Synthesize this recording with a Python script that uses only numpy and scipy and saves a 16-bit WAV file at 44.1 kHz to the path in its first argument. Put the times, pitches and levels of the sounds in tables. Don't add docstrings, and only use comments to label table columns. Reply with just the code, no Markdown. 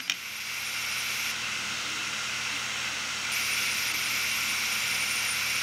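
import sys
import numpy as np
from scipy import signal
from scipy.fft import rfft, irfft, next_fast_len
from scipy.io import wavfile
from scipy.ndimage import uniform_filter1d

SR = 44100
rng = np.random.default_rng(int(sys.argv[2]) if len(sys.argv) > 2 else 0)


def invert_db(x):
    u = np.asarray(x, float) / 20
    return 10 ** u


def int16_out(signal):
    q = np.round(np.clip(np.atleast_2d(signal).T, -1, 1) * 32767)
    wavfile.write(sys.argv[1], SR, q.astype(np.int16))


N = 247842
T = np.arange(N) / SR
M = next_fast_len(N)
F = np.arange(M // 2 + 1) * SR / M


def unit(x):
    return x / np.sqrt(np.mean(x ** 2))


def white():
    return rng.standard_normal(len(F)) + 1j * rng.standard_normal(len(F))


def walk(db, rate):
    hold_ms = int(1000 / rate)
    ms = np.arange(1000 * N // SR + 2)
    levels = rng.standard_normal(len(ms) // hold_ms + 1)
    steps = np.repeat(levels, hold_ms)[:len(ms)]
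    slewed = uniform_filter1d(uniform_filter1d(steps, hold_ms), hold_ms)
    return np.interp(T, ms / 1000, invert_db(db * unit(slewed)))


def bands(colour, flicker_db, rate):
    hz, db = np.transpose(colour)
    noise = white() * invert_db(np.interp(np.log(F + 1), np.log(hz), db))
    place = np.clip(2 * np.log2(F / 40 + 1e-9), 0, 18)
    out = 0
    for k in range(19):
        share = np.cos(np.pi / 2 * np.clip(place - k, -1, 1)) ** 2
        out = out + irfft(noise * share, M)[:N] * walk(flicker_db, rate)
    return unit(out)


def rung(modes, flicker_db, rate, steady=0.):
    out = 0
    for hz, width, db in modes:
        ring = white() / (1 + 1j * (F - hz) / (0.69 * width)) ** 2
        if steady > 0:
            x = np.fft.ifft(ring, M)[:N]
            x = x.real / np.abs(x) ** min(steady, 1)
        else:
            x = irfft(ring, M)[:N]
        out = out + unit(x) * invert_db(db) * walk(flicker_db, rate)
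    return out


def gate(spans, edge_s, db=0):
    level = np.zeros(N)
    for (on, off), gain in zip(spans, invert_db(db + np.zeros(len(spans)))):
        level[int(on * SR):int(off * SR)] = gain
    return uniform_filter1d(level, int(edge_s * SR))


# frequency in Hz, density in dB per Hz.
AIR = [(25, -50), (45, -27), (70, -24), (100, -14.5), (200, -13.5), (370, -16), (600, -15), (1200, -9),
       (1830, -8.5), (2660, -1.5), (4280, -10.5), (6550, -13), (10000, -23.5), (15700, -35)]
# frequency in Hz, width in Hz, level in dB.
CAVITIES = [(1074, 29, -15), (1417, 194, 1), (2080, 167, 0), (2660, 206, 0), (3130, 50, -12),
            (3890, 290, -8), (4750, 160, -9), (5553, 320, -1.5), (6360, 810, -3)]
HUM_HZ = [83, 121, 220, 498, 3121, 9502, 11999]
# width in Hz, level in dB.
HUM_SHAPE = [(1.5, -18), (2, -13.5), (.8, -13.5), (3, -18), (8, -14), (3, -26), (3, -35)]


def platter():
    air = invert_db(9) * bands(AIR, 0.76, 7.5)
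    cavities = rung(CAVITIES, 0.33, 12)
    hum = rung(np.column_stack([HUM_HZ, HUM_SHAPE]), 0.74, 3.8, steady=0.96)
    return air + cavities + hum


# start in seconds, peak in dB, tilt in dB per octave, share of full ring time.
KNOCKS = [(.0, -34, 0, 0.77), (.0025, -21, -5, 0.39), (0.0783, -24.5, -8, 0.52), (.083, -39, -3, 0.55),
          (0.0966, -17, 0, 0.3), (0.0975, -5.5, 0, 0.21), (0.0991, -18.5, 3, 0.75), (0.1023, -28, 3, 0.66),
          (0.108, -20.5, -4.5, 0.38), (.1108, -36, -7, 0.45), (0.117, -21, -3, 0.28),
          (.1198, -15, -1, 0.42), (.1225, -37, -4, 1), (.128, -30, -8, 1.2), (.1405, -28, -9, 0.76)]
RAMP_HZ = [736, 1293, 1648, 2020, 2452, 2700, 2981, 3676, 4854, 5604, 6305, 6735, 8237, 9500, 11200, 12852]
# level in dB, 60 dB decay time in seconds.
RAMP_RING = [(-17, 0.038), (-19, .03), (-9, 0.037), (-3.5, 0.032), (-1, .04), (-6, 0.033), (4, 0.028),
             (-6, 0.049), (-11, 0.039), (0, 0.03), (-8, 0.036), (-33, 0.018), (-27, .02), (-22, .02),
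             (-33, .03), (-18, 0.022)]


def knocks():
    scatter_db = 1.5
    out, t = np.zeros(N), np.arange(SR // 8) / SR
    hz, mode_db, t60 = np.column_stack([RAMP_HZ, RAMP_RING]).T[:, :, None]
    scrape_band = signal.butter(4, [1500, 6800], "band", fs=SR, output="sos")
    for s, db, tilt_db, share in KNOCKS:
        g, jitter, phase = rng.standard_normal((len(RAMP_RING), 3)).T[:, :, None]
        size = invert_db(mode_db + scatter_db * g + tilt_db * np.log2(hz / 3000))
        decay = np.exp(-np.log(1000) * t / (t60 * share))
        tones = np.sin(2 * np.pi * hz * (1 + .006 * jitter) * t + .3 * phase)
        ring = np.sum(size * decay * tones, axis=0)
        noise = signal.sosfilt(scrape_band, rng.standard_normal(len(t)))
        tail = invert_db(-23.0) * noise * np.exp(-t / (0.002 * share))
        crack = invert_db(-38.5 + tilt_db) * np.diff(rng.standard_normal(len(t) + 1)) * np.exp(-t / 0.0024)
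        hit = (ring / np.abs(ring).max() + tail + crack) * (1 - np.exp(-t / 0.0004))
        i = int(s * SR)
        out[i:i + len(t)] += invert_db(db) * hit / np.abs(hit).max()
    return signal.sosfilt(signal.butter(2, 1300, "high", fs=SR, output="sos"), out)


# centre in seconds, level in dB, frequency in Hz, length in seconds.
THUDS = [(.01, -49, 267, .03), (0.11, -51, 286, 0.06), (0.112, -55.5, 183, 0.12), (1.678, -48, 195, 0.074),
         (1.94, -50, 305, 0.25), (2.547, -47, 288, 0.056), (2.938, -47, 275, 0.026),
         (3.923, -49.5, 307, 0.073), (4.11, -49.5, 272, 0.09), (4.503, -52, 310, 0.091),
         (4.95, -52.5, 179.6, 0.17)]


def thuds():
    wobble = np.cumsum(walk(.35, 60)) / SR
    out = np.zeros(N)
    for s, db, hz, length in THUDS:
        swell = np.exp(-2 * ((T - s) / length) ** 2)
        out += invert_db(db) * np.sin(2 * np.pi * hz * wobble) * swell
    return out


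# on in seconds, off in seconds.
DRIVEN = [
    (.013, .079),
    (.137, .394),
    (.398, 1.318),
    (3.318, 3.921),
    (3.938, 5.7),
]
COIL_DB = [-3, -1.5, -0.5, 0.05, 0.1]
# frequency in Hz, width in Hz, level in dB.
BROAD_MODES = [(2222, 320, 4.5), (2430, 255, 2), (5025, 120, -2.5), (5595, 280, 2), (10200, 310, -18),
               (13080, 140, -24), (14600, 500, -22)]
SHARP_HZ = [1830, 2299, 2750, 3435, 3985, 4420, 4800, 6237, 7150, 12500, 14085]
# width in Hz, level in dB.
SHARP_SHAPE = [(40, -11), (30, -0.5), (60, 0), (90, -5.5), (80, -8.5), (80, -13), (60, -10), (40, -5),
               (8, -8.5), (60, -18), (140, -20)]
# frequency in Hz, density in dB per Hz.
COIL_HISS = [(1000, -41), (3000, 4), (4500, 2), (7000, -20), (10000, -15), (13000, -6), (15700, -17)]


def arm():
    rough = walk(0.37, 60) * walk(0.18, 16)
    broad = rung(BROAD_MODES, 0.2, 18)
    sharp = rung(np.column_stack([SHARP_HZ, SHARP_SHAPE]), 0.63, 14, steady=0.18)
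    hiss = invert_db(-0.5) * bands(COIL_HISS, 0.67, 10)
    return rough * (broad + sharp + hiss) * gate(DRIVEN, 0.0045, db=np.array(COIL_DB))


# low mode in dB, middle mode in dB, top mode in dB.
SINGING = [(-7, -6, -15), (-10, -12, -11.5), (-8.5, -13.5, -11.5), (-7, -17, -9), (-6.5, -14, -12)]
SING_DRIFT_DB_S = [1.3, 0.1, -2.2]
# centre in seconds, length in seconds, dB toward the low mode.
SWINGS = [(0.367, 0.02, 8.9), (0.469, 0.04, 12.8), (0.663, 0.043, 12.2), (0.763, 0.06, 11.5),
          (0.848, 0.02, 10.8), (0.925, 0.034, 11), (1.007, 0.032, 11.4), (1.08, 0.027, 2), (1.147, 0.02, 6),
          (1.207, 0.08, -11), (3.333, 0.024, 14), (3.387, 0.02, -11.7), (3.437, 0.04, 13),
          (3.532, 0.052, 11.6), (3.704, 0.08, 13.2), (3.859, 0.02, -8.5), (3.9, 0.03, 13),
          (3.973, 0.06, -7.8), (4.056, 0.04, 10), (4.168, 0.1, -3), (4.32, 0.03, 8.8), (4.42, 0.11, -6.0),
          (4.49, 0.03, 11.0), (4.849, 0.03, -9.1), (4.926, 0.071, 5), (5.006, 0.033, 5), (5.078, 0.11, 6.6),
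          (5.19, 0.04, 9.2), (5.313, 0.071, 9), (5.475, 0.06, -6.8)]
SWING_SHARE = [.55, -.2, -1.0]
SING_WANDER_DB = [0.5, 1.1, -0.2]
SING_CEILING_DB = [5.5, 2, -0.5]


def singing():
    coarse = T[::44]
    swells = sum(db * np.exp(-4 * ((coarse - s) / length) ** 2) for s, length, db in SWINGS)
    swing = np.interp(T, coarse, swells)
    starts = np.array(DRIVEN)[:, 0]
    held = T - starts[np.maximum(np.searchsorted(starts, T) - 1, 0)]
    levels = []
    for db, share, top_db, drift_db, wander_db in zip(
            np.transpose(SINGING), SWING_SHARE, SING_CEILING_DB, SING_DRIFT_DB_S, SING_WANDER_DB):
        motion = invert_db(np.minimum(share * swing, top_db) + drift_db * held)
        levels.append(gate(DRIVEN, 0.0023, db=db) * motion * walk(wander_db, 25))
    return levels


# frequency in Hz, width in Hz, level in dB.
SING_MODES = [
    [(9330, 210, -2), (9482, 45, -2.5)],
    [(11554, 15, 1), (11610, 70, -9)],
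    [(12468, 12, 3)],
]
FOLLOWER_HZ = [10643, 11980, 15211]
# width in Hz, level in dB.
FOLLOWER_SHAPE = [(50, -6), (130, -2), (26, -10)]


def suspension():
    steadiness = (.15, .7, .9)
    levels = singing()
    tones = 0
    for modes, level, steady in zip(SING_MODES, levels, steadiness):
        tones = tones + level * rung(modes, 1.8, 60, steady=steady)
    followers = rung(np.column_stack([FOLLOWER_HZ, FOLLOWER_SHAPE]), 1.5, 30, steady=.2)
    return tones + np.abs(levels[2]) ** 0.62 * followers * invert_db(-3.5)


# on in seconds, off in seconds, frequency in Hz, width in Hz, level in dB.
SEEKS = [
    (0.014, .079, 4880, 120, -45),
    (3.237, 3.316, 2380, 250, -39),
]


def seeks():
    out = 0
    for on, off, *mode in SEEKS:
        out = out + rung([mode], 2.3, 80, steady=0.54) * gate([(on, off)], .004)
    return out


# start in seconds, dB above the ducked level, decay in seconds.
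RATTLES = [
    (0, 9.5, 0.026),
    (0.097, 11, 0.02),
]


def gain_control():
    full_db, duck_db, recover_s = -39.5, 14.5, .52
    slam_s, slam_duck_db, slam_recover_s = 0.14, -0.5, 0.22

    def fade(s, decay):
        return np.exp(-np.abs(T - s) / decay) * (T >= s)

    rattle = sum(db * fade(s, decay) for s, db, decay in RATTLES)
    ducked = duck_db * fade(0, recover_s) + slam_duck_db * fade(slam_s, slam_recover_s)
    return invert_db(full_db - ducked + rattle)


def scene():
    steady = invert_db(-3.5) * platter() + invert_db(-3.0) * arm() + suspension()
    mono = steady * gain_control() + seeks() + knocks() + thuds()
    return np.array([mono, mono])


def roll_off(x):
    return signal.sosfilt(signal.butter(12, 16360, fs=SR, output="sos"), x)


def record(dry):
    cut = irfft(rfft(dry, M) * (F < 15770), M)[:, :N]
    return roll_off(cut)


dry = scene()
out = record(dry)
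int16_out(out)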